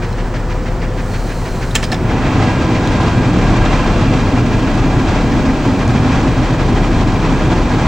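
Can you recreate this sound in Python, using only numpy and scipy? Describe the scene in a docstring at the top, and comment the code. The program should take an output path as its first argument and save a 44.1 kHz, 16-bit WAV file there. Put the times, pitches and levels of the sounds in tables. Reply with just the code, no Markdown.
"""In the cab of a pickup, from the driver's seat: the six-cylinder engine idles with a drone, a rumble
and one soft chuff per cycle. The heater's mode knob is turned and air hisses through a vacuum valve.
Then the fan switch clicks up three steps, and the blower spins up and rushes through the dashboard
ducts, which throb and whistle. Its electrical load pulls the idle down a little."""
import sys
import numpy as np
from scipy import signal
from scipy.fft import rfft, irfft, next_fast_len
from scipy.io import wavfile
from scipy.ndimage import uniform_filter1d, minimum_filter1d

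SR = 44100
rng = np.random.default_rng(int(sys.argv[2]) if len(sys.argv) > 2 else 0)


def wrap_up_sound(samples):
    """Save the sound to the file named by the first command line argument, as 16-bit audio."""
    columns = np.atleast_2d(samples).T
    # keep every value between -1 and 1, then stretch to whole-number steps
    tamed = np.clip(columns, -1, 1)
    steps = np.round(tamed * 32767).astype(np.int16)
    wavfile.write(sys.argv[1], SR, steps)


N = 347065
TIME = np.arange(N) / SR
FFT_SIZE = next_fast_len(N + 4096)
FREQ = np.maximum(np.arange(FFT_SIZE // 2 + 1) * SR / FFT_SIZE, 1)

# how the firing tone booms with the listener's place in the cab, before scaling: time_s, swing_db
FIRING_BOOM = [(0, -2.5), (0.8, 2.5), (1.85, -2), (2.15, -2), (3.25, -12.5), (3.5, 6.5), (4.3, -1.5),
               (4.65, 1), (5.9, -6), (6.9, 4.5), (7.87, -1)]
# weaker engine tones: waves_per_cycle, level_db
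ENGINE_TONES = [(3, -33.5), (5, -35.5), (10, -40.5), (12, -44), (15, -30), (17, -40.5), (18, -28),
                (20, -31.5), (27, -33.5), (56, -39), (60, -42.5)]
# engine rumble: pitch_hz, level_db_per_hz
RUMBLE_SPECTRUM = [(15, -68), (28, -41), (60, -45.5), (115, -44.5), (200, -49.5), (400, -55.5),
                   (700, -56.5), (1100, -60.5), (1700, -64), (2500, -71.5), (3300, -75.5), (5500, -77),
                   (8000, -79), (9000, -78.5), (16000, -84)]
# panels that ring with the engine: pitch_hz, width_hz, boost_db
PANEL_RESONANCES = [(177, 38, 1), (234, 6.1, 6), (372, 45, 4.5), (478, 45, 4.5), (610, 24, 1), (714, 25, 3),
                    (983, 12, 6), (1330, 31, 1), (2405, 90, 3), (3180, 90, 2.5), (3520, 350, -1.5),
                    (7570, 200, 5.5)]
# exhaust leak when fully open: pitch_hz, level_db_per_hz
CHUFF_SPECTRUM = [(400, -82), (900, -63.5), (1800, -57), (2500, -62.5), (3500, -70), (6000, -72.3),
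                  (9000, -85.5), (16000, -100)]
# the leaking valve over one cycle: share_of_cycle, share_open
LEAK_OPENING = [(.11, .03), (.155, .82), (.31, .76), (.41, .1), (.6, .03)]
# faint hums of belt-driven parts: waves_per_cycle, level_db
BELT_HUMS = [(40.3, -34.5), (59.4, -47), (144.8, -48)]
# the clearest belt hum: time_s, level_db
CLEAR_HUM_LEVELS = [(0, -38), (.35, -37), (.55, -33), (1.05, -31.5), (1.35, -41), (1.65, -41), (1.9, -35),
                    (7.87, -35.5)]

# steps of the fan switch: start_s, added_share_of_full_speed
FAN_STEPS = [(1.752, .3), (1.83, .22), (1.92, .28)]
# duct roar, vent jet and grille hiss at full fan speed: pitch_hz, level_db_per_hz
ROAR_SPECTRUM = [(20, -53.5), (55, -37.5), (80, -40), (115, -39.5), (200, -39.5), (260, -41.5),
                 (330, -42.5), (400, -47.5), (700, -58.5), (1500, -96)]
JET_SPECTRUM = [(200, -59.5), (450, -53.5), (800, -54.5), (1100, -55), (1400, -57.5), (1900, -64.5),
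                (2600, -63), (2950, -68.5), (4500, -74.5), (8000, -110)]
HISS_SPECTRUM = [(1500, -86.5), (3500, -68.5), (5000, -71), (6500, -71), (8000, -74.5), (9500, -86),
                 (12000, -134), (16000, -102)]
# air ringing in the cab and in the ducts: pitch_hz, width_hz, boost_db
CAB_RESONANCES = [(121, 37, 5), (220, 17, -5), (230.4, 23, 4.5), (256.5, 23, 2.5), (310, 45, 2.5),
                  (390, 18, -5.5)]
DUCT_RESONANCES = [(535, 28, -17.5), (609, 46, 6.5), (764, 56, 7.5), (874, 31, 5), (924, 40, -2),
                   (1008, 107, 5.5), (1655, 19, 9), (1993, 160, 6), (2200, 70, -1), (2387, 56, 7.5),
                   (2600, 62, 4), (3160, 52, 7.5), (3260, 55, 8)]
# the vent's strength as a hand moves in front of it, before scaling: time_s, swing_db
VENT_SWING = [(2.05, -1.5), (2.12, 1.4), (2.2, 0.9), (2.38, 2.3), (2.62, 0.1), (2.82, 0.2), (3.0, 1.9),
              (3.25, -1.0), (3.47, 1.5), (3.7, 1.3), (4.0, 1.0), (4.45, -1.2), (4.55, 0.9), (4.72, 0),
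              (4.96, -0.9), (5.16, 1.8), (5.3, -0.6), (5.64, -0.3), (5.74, -1.5), (5.88, 0.2), (6.04, -0.2),
              (6.15, 2.2), (6.31, -0.9), (6.6, 0), (6.84, -1.1), (7.1, -0.2), (7.38, -0.1), (7.55, 0.3),
              (7.72, 0), (7.87, 0.7)]
# low throb in the ducts: time_s, level_db
THROB_LEVELS = [(2.0, -34), (2.3, -22), (2.85, -23), (3.05, -33), (3.45, -31), (3.8, -22), (4.3, -20),
                (5.3, -19), (6.05, -20.5), (6.4, -24), (6.75, -23), (7.05, -33), (7.4, -24), (7.87, -32)]
# the two notes of that throb: pitch_hz, width_hz, offset_db
THROB_NOTES = [(236, 14, -5.5), (263, 16, -2.2)]
# fan wheel and motor at full speed: pitch_hz, width_hz, level_db, spin_up_extra_db
MOTOR_NOTES = [(265.6, 5.5, -30.5, -11.5), (2350, 55, -44, 9.5)]
# the vent's two whistles: pitch_hz, width_hz
LOW_WHISTLE, HIGH_WHISTLE = (1621, 21), (2755, 32)
# how loud they are: time_s, low_whistle_db, high_whistle_db
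VENT_WHISTLE_LEVELS = [(1.9, -90, -90), (2.2, -46, -40), (2.4, -32, -41), (3.2, -33.5, -44),
                       (3.5, -32.5, -42), (3.9, -34, -36), (4.2, -37, -43), (5.0, -37, -48),
                       (5.4, -40, -48), (5.9, -34.5, -52), (6.4, -39, -54), (7.87, -36, -54)]
# puffs of air that hit the microphone: peak_s, half_length_s, level_db
AIR_PUFFS = [(2.13, 0.04, -12), (3.09, 0.12, -16), (4.048, 0.087, -16.5), (6.01, 0.058, -15),
             (7.03, 0.054, -16.5)]
# tone colour of wind on the microphone: pitch_hz, relative_db
WIND_SPECTRUM = [(30, -21.5), (70, 9), (110, 16.5), (160, 4), (300, -23), (1000, -62)]

# plastic contacts of switch and vent: start_s, gain_db, fade_60db_s, dull_above_hz, ring_hz
CONTACTS = [(.127, -26, 0.023, 3500, 4180), (1.707, -27, .05, 5000, 3700), (1.747, -19, .04, 2500, 3500),
            (1.7505, -6, .04, 2200, 2750), (1.7525, -4.8, 0.04, 12000, 7300),
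            (1.7535, -7.5, 0.055, 1200, 1760), (1.755, -6.8, 0.064, 2400, 3100),
            (1.8255, -22, 0.02, 4000, 4100), (1.829, 2, 0.04, 450, 1700), (1.832, -12.5, .06, 1300, 3100),
            (1.839, -15, 0.06, 5000, 4700), (1.9177, -19, 0.046, 6000, 4400),
            (1.9212, -2.8, .04, 700, 1690), (1.926, -19, .035, 5000, 5400), (1.929, 0, 0.035, 450, 748),
            (1.9425, -19, 0.03, 4000, 3550), (2.874, -14, 0.02, 2300, 3830),
            (5.878, -22, 0.015, 4500, 6750)]
# tone colour of the dashboard plastic: pitch_hz, gain_db
PLASTIC_SPECTRUM = [(200, -4), (700, -2.5), (1300, -2.5), (1800, -6.5), (3000, 1), (4600, -1.5), (7500, 1),
                    (9500, 7.5), (16000, -2.5)]
# where that plastic rings: pitch_hz, width_hz, boost_db
PLASTIC_RESONANCES = [(1777, 130, 9.5), (2200, 120, 8), (2630, 140, 4.5), (3020, 180, -4), (4080, 120, 6),
                      (4600, 280, -9), (5170, 480, 7), (7070, 1900, -1.5), (3600, 230, 0.5),
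                      (9200, 500, -5)]
# hiss of the vacuum valve, before its gain: pitch_hz, level_db_per_hz
VALVE_SPECTRUM = [(1500, -84), (3500, -87), (6000, -83), (8500, -81), (9400, -78), (11000, -61),
                  (16000, -87.5)]
# whistling peaks in that hiss: pitch_hz, width_hz, boost_db
VALVE_RESONANCES = [(4300, 700, 5), (6150, 250, 6), (7600, 600, 4), (8350, 250, 3)]

# how much the two sides differ: pitch_hz, side_minus_middle_db
STEREO_WIDTH = [(30, -18.5), (70, -23.5), (130, -34.5), (250, -22.5), (500, -20), (1000, -18),
                (2000, -11.5), (4000, -9), (6500, -11), (9000, -1), (16000, 2.5)]
# the two microphone openings are unequal: pitch_hz, left_minus_right_db
MIC_BALANCE = [(35, 2), (70, 0.8), (130, 0.35), (500, -0.25), (2000, -.5), (6000, -1.4), (7800, -1),
               (9200, -14), (11300, 8.5), (14500, -8)]
# sound cancels in the openings in the treble: pitch_hz, width_hz, gain_db
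MIC_NOTCH = [(11820, 3820, -43)]


def engine_cycles(idle_hz=37.7, loaded_hz=37.48, sag_hz=1.35, sag_at_s=2.4, sag_half_s=.3):
    """Count engine cycles (two turns, six firings). The blower drags the idle down; it mostly recovers."""
    steady_hz = np.where(TIME < sag_at_s - sag_half_s, idle_hz, loaded_hz)
    firing_hz = steady_hz - sag_hz * bump(sag_at_s, sag_half_s)
    return np.cumsum(firing_hz) / SR / 6


def engine_drone(cycle, firing_db=-19.5, boom_share=0.84, waver_db=2.5, slip_rad=0.13):
    """Six firings a cycle make a low tone; unequal, unsteady cylinders add weaker ones."""
    boom_db, = time_curves(FIRING_BOOM)
    tones = from_db(firing_db + boom_share * boom_db) * np.sin(2 * np.pi * 6 * cycle)
    for waves_per_cycle, db in ENGINE_TONES:
        phase = 2 * np.pi * (waves_per_cycle * cycle + rng.random()) + slip_rad * drift(23)
        tones += from_db(db + waver_db * drift(6.1)) * np.sin(phase)
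    return np.sqrt(2) * tones


def engine_rumble(uneven_db=0.5):
    """The noise of burning fuel and moving valves comes through the ringing panels."""
    rumble = noise(spectrum(RUMBLE_SPECTRUM) + peaks(PANEL_RESONANCES))
    return rumble * from_db(uneven_db * drift(22.5))


def exhaust_chuff(cycle, uneven_db=1.1):
    """One cylinder leaks a puff of exhaust while its valve is open."""
    opening = np.interp(cycle % 1, *np.transpose(LEAK_OPENING))
    exhaust = noise(spectrum(CHUFF_SPECTRUM) + peaks(PANEL_RESONANCES))
    return exhaust * opening * from_db(-uneven_db * drift(4.3))


def fan_speed(lag_s=.17):
    """Share of full speed: the wheel turns slowly at first and catches up after each switch step."""
    return 1 - sum(step * np.exp(-since(start_s) / lag_s) for start_s, step in FAN_STEPS)


def blower_rush(speed, eddy_db=1.13, flutter_db=1.28):
    """Duct roar, vent jet and grille hiss grow with fan speed; swirling air makes them flutter."""
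    swing_db, = time_curves(VENT_SWING)
    roar = noise(spectrum(ROAR_SPECTRUM) + peaks(CAB_RESONANCES))
    roar *= speed ** 1.25 * from_db(.25 * swing_db + eddy_db * drift(12))
    jet = noise(spectrum(JET_SPECTRUM) + peaks(DUCT_RESONANCES), wider_db=1.5)
    jet *= speed ** 1.6 * from_db(1.4 * swing_db)
    hiss = noise(spectrum(HISS_SPECTRUM), wider_db=2)
    hiss *= speed ** 4.5 * from_db(1.2 * swing_db)
    return roar + (jet + hiss) * from_db(flutter_db * drift(21))


def duct_throb(speed):
    """Moving air sounds two low notes in the ducts, which beat against each other unevenly."""
    level_db, = time_curves(THROB_LEVELS)
    return speed ** 2 * sum(from_db(level_db + offset_db) * noisy_note(np.full(N, hz), width_hz)
                            for hz, width_hz, offset_db in THROB_NOTES)


def fan_whine(speed, waver_share=0.00307, settle_s=1.6):
    """The fan's hum and whine climb with its speed and waver; their balance settles after the spin-up."""
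    last_step_s = FAN_STEPS[-1][0]
    unsettled = np.exp(-since(last_step_s) / settle_s)
    turning = speed * (1 + waver_share * drift(5.03))
    return speed ** 4.5 * sum(from_db(db + extra_db * unsettled) * noisy_note(hz * turning, width_hz)
                              for hz, width_hz, db, extra_db in MOTOR_NOTES)


def vent_whistles(speed):
    """Air sings at the vent's slats; the ducts hold the pitch, so fan speed bends it only a little."""
    bend = speed ** .15
    whistles = zip((LOW_WHISTLE, HIGH_WHISTLE), time_curves(VENT_WHISTLE_LEVELS))
    return sum(from_db(db) * noisy_note(hz * bend, width_hz) for (hz, width_hz), db in whistles)


def plastic_clicks(grit_db=2.5, tail_db=-24, tail_fade_s=0.33, ring_gain=4, ring_sharpness=22):
    """Each contact sets off a brief rattle in the plastic, followed by the cab's short echo."""
    clicks = np.zeros((2, N))
    age = np.arange(SR // 4) / SR
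    for start_s, db, fade_s, dull_above_hz, ring_hz in CONTACTS:
        middle, side, grit = rng.standard_normal((3, len(age)))
        roughness = from_db(grit_db * (np.repeat(grit, 20)[:len(age)] + 1.5))
        rattle = (middle + 0.2 * side * np.array([[1], [-1]])) * roughness
        fade = from_db(-60 * age / fade_s) + from_db(tail_db - 60 * age / tail_fade_s)
        softness = np.exp(-2 * np.pi * dull_above_hz / SR)
        tap = signal.lfilter([1 - softness], [1, -softness], rattle * fade)
        ring = signal.lfilter(*signal.iirpeak(ring_hz, ring_sharpness, SR), tap)
        start = round(start_s * SR)
        clicks[:, start:start + len(age)] += from_db(db) * (tap + ring_gain * ring)
    return resonate(clicks, spectrum(PLASTIC_SPECTRUM) + peaks(PLASTIC_RESONANCES))


def vacuum_valve(opens_s=0.89, rise_s=0.25, flaps_done_s=1.69, fall_db_per_s=30, hiss_gain_db=6,
                 start_hz=4600, end_hz=4030, settle_s=.48, whistle_db=-44.5, chirp_db=5):
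    """Air hisses until the heater flaps have moved; a whistle at the valve's lip sinks with pressure."""
    age = since(opens_s)
    flow = np.minimum(age / rise_s, 1) * from_db(-fall_db_per_s * since(flaps_done_s))
    hiss = noise(spectrum(VALVE_SPECTRUM) + peaks(VALVE_RESONANCES), wider_db=-16)
    pitch_hz = end_hz + (start_hz - end_hz) * np.exp(-age / settle_s)
    level_db = whistle_db + chirp_db * bump(peak_s=1.15, half_length_s=.05)  # sings out as flow builds
    whistle = from_db(level_db) * noisy_note(pitch_hz, width_hz=170)
    return from_db(hiss_gain_db) * flow * hiss + flow ** 4 * whistle


def belt_hums(cycle, clear_waves_per_cycle=81.3, waver_db=0.5, slip_rad=0.26):
    """Belt-driven parts turn in step with the engine and waver; the clearest hum swells and fades."""
    clear_db, = time_curves(CLEAR_HUM_LEVELS)
    hums = from_db(clear_db) * np.sin(2 * np.pi * clear_waves_per_cycle * cycle + slip_rad * drift(5.5))
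    for waves_per_cycle, db in BELT_HUMS:
        gain = from_db(db - waver_db * drift(6.2))
        hums += gain * np.sin(2 * np.pi * waves_per_cycle * cycle + slip_rad * drift(12))
    return np.sqrt(2) * hums


def wind_on_microphone(speed, draught_db=-32, gust_db=3):
    """Low puffs of air, and a light draught that each microphone opening feels on its own."""
    wind = noise(spectrum(WIND_SPECTRUM))
    puffs = sum(from_db(db) * bump(peak_s, half_length_s) for peak_s, half_length_s, db in AIR_PUFFS)
    draught = resonate(rng.standard_normal((2, N)), spectrum(WIND_SPECTRUM))
    gusts = speed ** 2 * from_db(draught_db + gust_db * drift(3.6))
    return wind / wind.std() * puffs + draught / draught.std() * gusts


def from_db(db):
    """Turn decibels into a gain."""
    return 10 ** (np.asarray(db) / 20)


def since(start_s):
    """Seconds since a moment, zero before it."""
    return np.maximum(TIME - start_s, 0)


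def bump(peak_s, half_length_s):
    """A smooth rise to 1 and back."""
    return np.exp(-((TIME - peak_s) / half_length_s) ** 2)


def time_curves(rows):
    """One curve for each column after the time, joined by straight lines."""
    times_s, *columns = np.transpose(rows)
    return [np.interp(TIME, times_s, column) for column in columns]


def spectrum(points):
    """Join (pitch, dB) points into a level for every frequency."""
    hz, db = np.transpose(points)
    return np.interp(np.log(FREQ), np.log(hz), db)


def peaks(resonances):
    """The dB that resonances add or take away at each frequency."""
    return sum(db / (1 + (2 * (FREQ - hz) / width_hz) ** 2) for hz, width_hz, db in resonances)


def drift(rate_hz):
    """A smooth random wander, typically about 1 in size."""
    step, warm_up = 40, 2000
    memory = np.exp(-2 * np.pi * step * rate_hz / SR)
    kicks = rng.standard_normal(N // step + warm_up + 2)
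    slow = signal.lfilter([1], [1, -2 * memory, memory ** 2], kicks)[warm_up:]
    return np.interp(np.arange(N) / step, np.arange(len(slow)), slow / slow.std())


def noisy_note(pitch_hz, width_hz):
    """A breathy note that follows a pitch curve."""
    phase = 2 * np.pi * np.cumsum(pitch_hz) / SR
    return drift(width_hz) * np.cos(phase) + drift(width_hz) * np.sin(phase)


def noise(level_db_per_hz, wider_db=0):
    """Stereo noise with a given spectrum; the two sides differ more in the treble."""
    middle, side = rfft(rng.standard_normal((2, FFT_SIZE)))
    pair = middle + side * from_db(spectrum(STEREO_WIDTH) + wider_db) * np.array([[1], [-1]])
    return irfft(pair * from_db(level_db_per_hz) * np.sqrt(SR / 2), FFT_SIZE)[:, :N]


def resonate(sound, gain_db):
    """Filter a sound so that a body rings only after it is struck (minimum phase)."""
    cepstrum = irfft(np.log(from_db(gain_db)), FFT_SIZE)
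    cepstrum[1:FFT_SIZE // 2] *= 2  # move the ringing from before the strike to after it
    cepstrum[FFT_SIZE // 2 + 1:] = 0
    return irfft(rfft(sound, FFT_SIZE) * np.exp(rfft(cepstrum)), FFT_SIZE)[..., :N]


def scene():
    """Add up the engine, the heater and the clicks."""
    cycle, speed = engine_cycles(), fan_speed()
    engine = engine_drone(cycle) + belt_hums(cycle) + engine_rumble() + exhaust_chuff(cycle)
    fan = blower_rush(speed) + duct_throb(speed) + fan_whine(speed) + vent_whistles(speed)
    return engine + fan + wind_on_microphone(speed) + vacuum_valve() + plastic_clicks()


def record(dry):
    """Two unequal microphone openings, a fast limiter on the highest peaks and a steep treble cut."""
    cutoff_hz, limiter_samples = 15800, 89
    coloured = np.array([resonate(channel, peaks(MIC_NOTCH) + sign * spectrum(MIC_BALANCE) / 2)
                         for channel, sign in zip(dry, (1, -1))])
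    safe_gain = 1 / np.maximum(np.abs(coloured).max(axis=0), 1)
    smooth_gain = uniform_filter1d(minimum_filter1d(safe_gain, limiter_samples), limiter_samples)
    treble_cut = signal.ellip(10, .1, 80, cutoff_hz, fs=SR, output="sos")
    return signal.sosfilt(treble_cut, coloured * smooth_gain)


dry = scene()
out = record(dry)
wrap_up_sound(out)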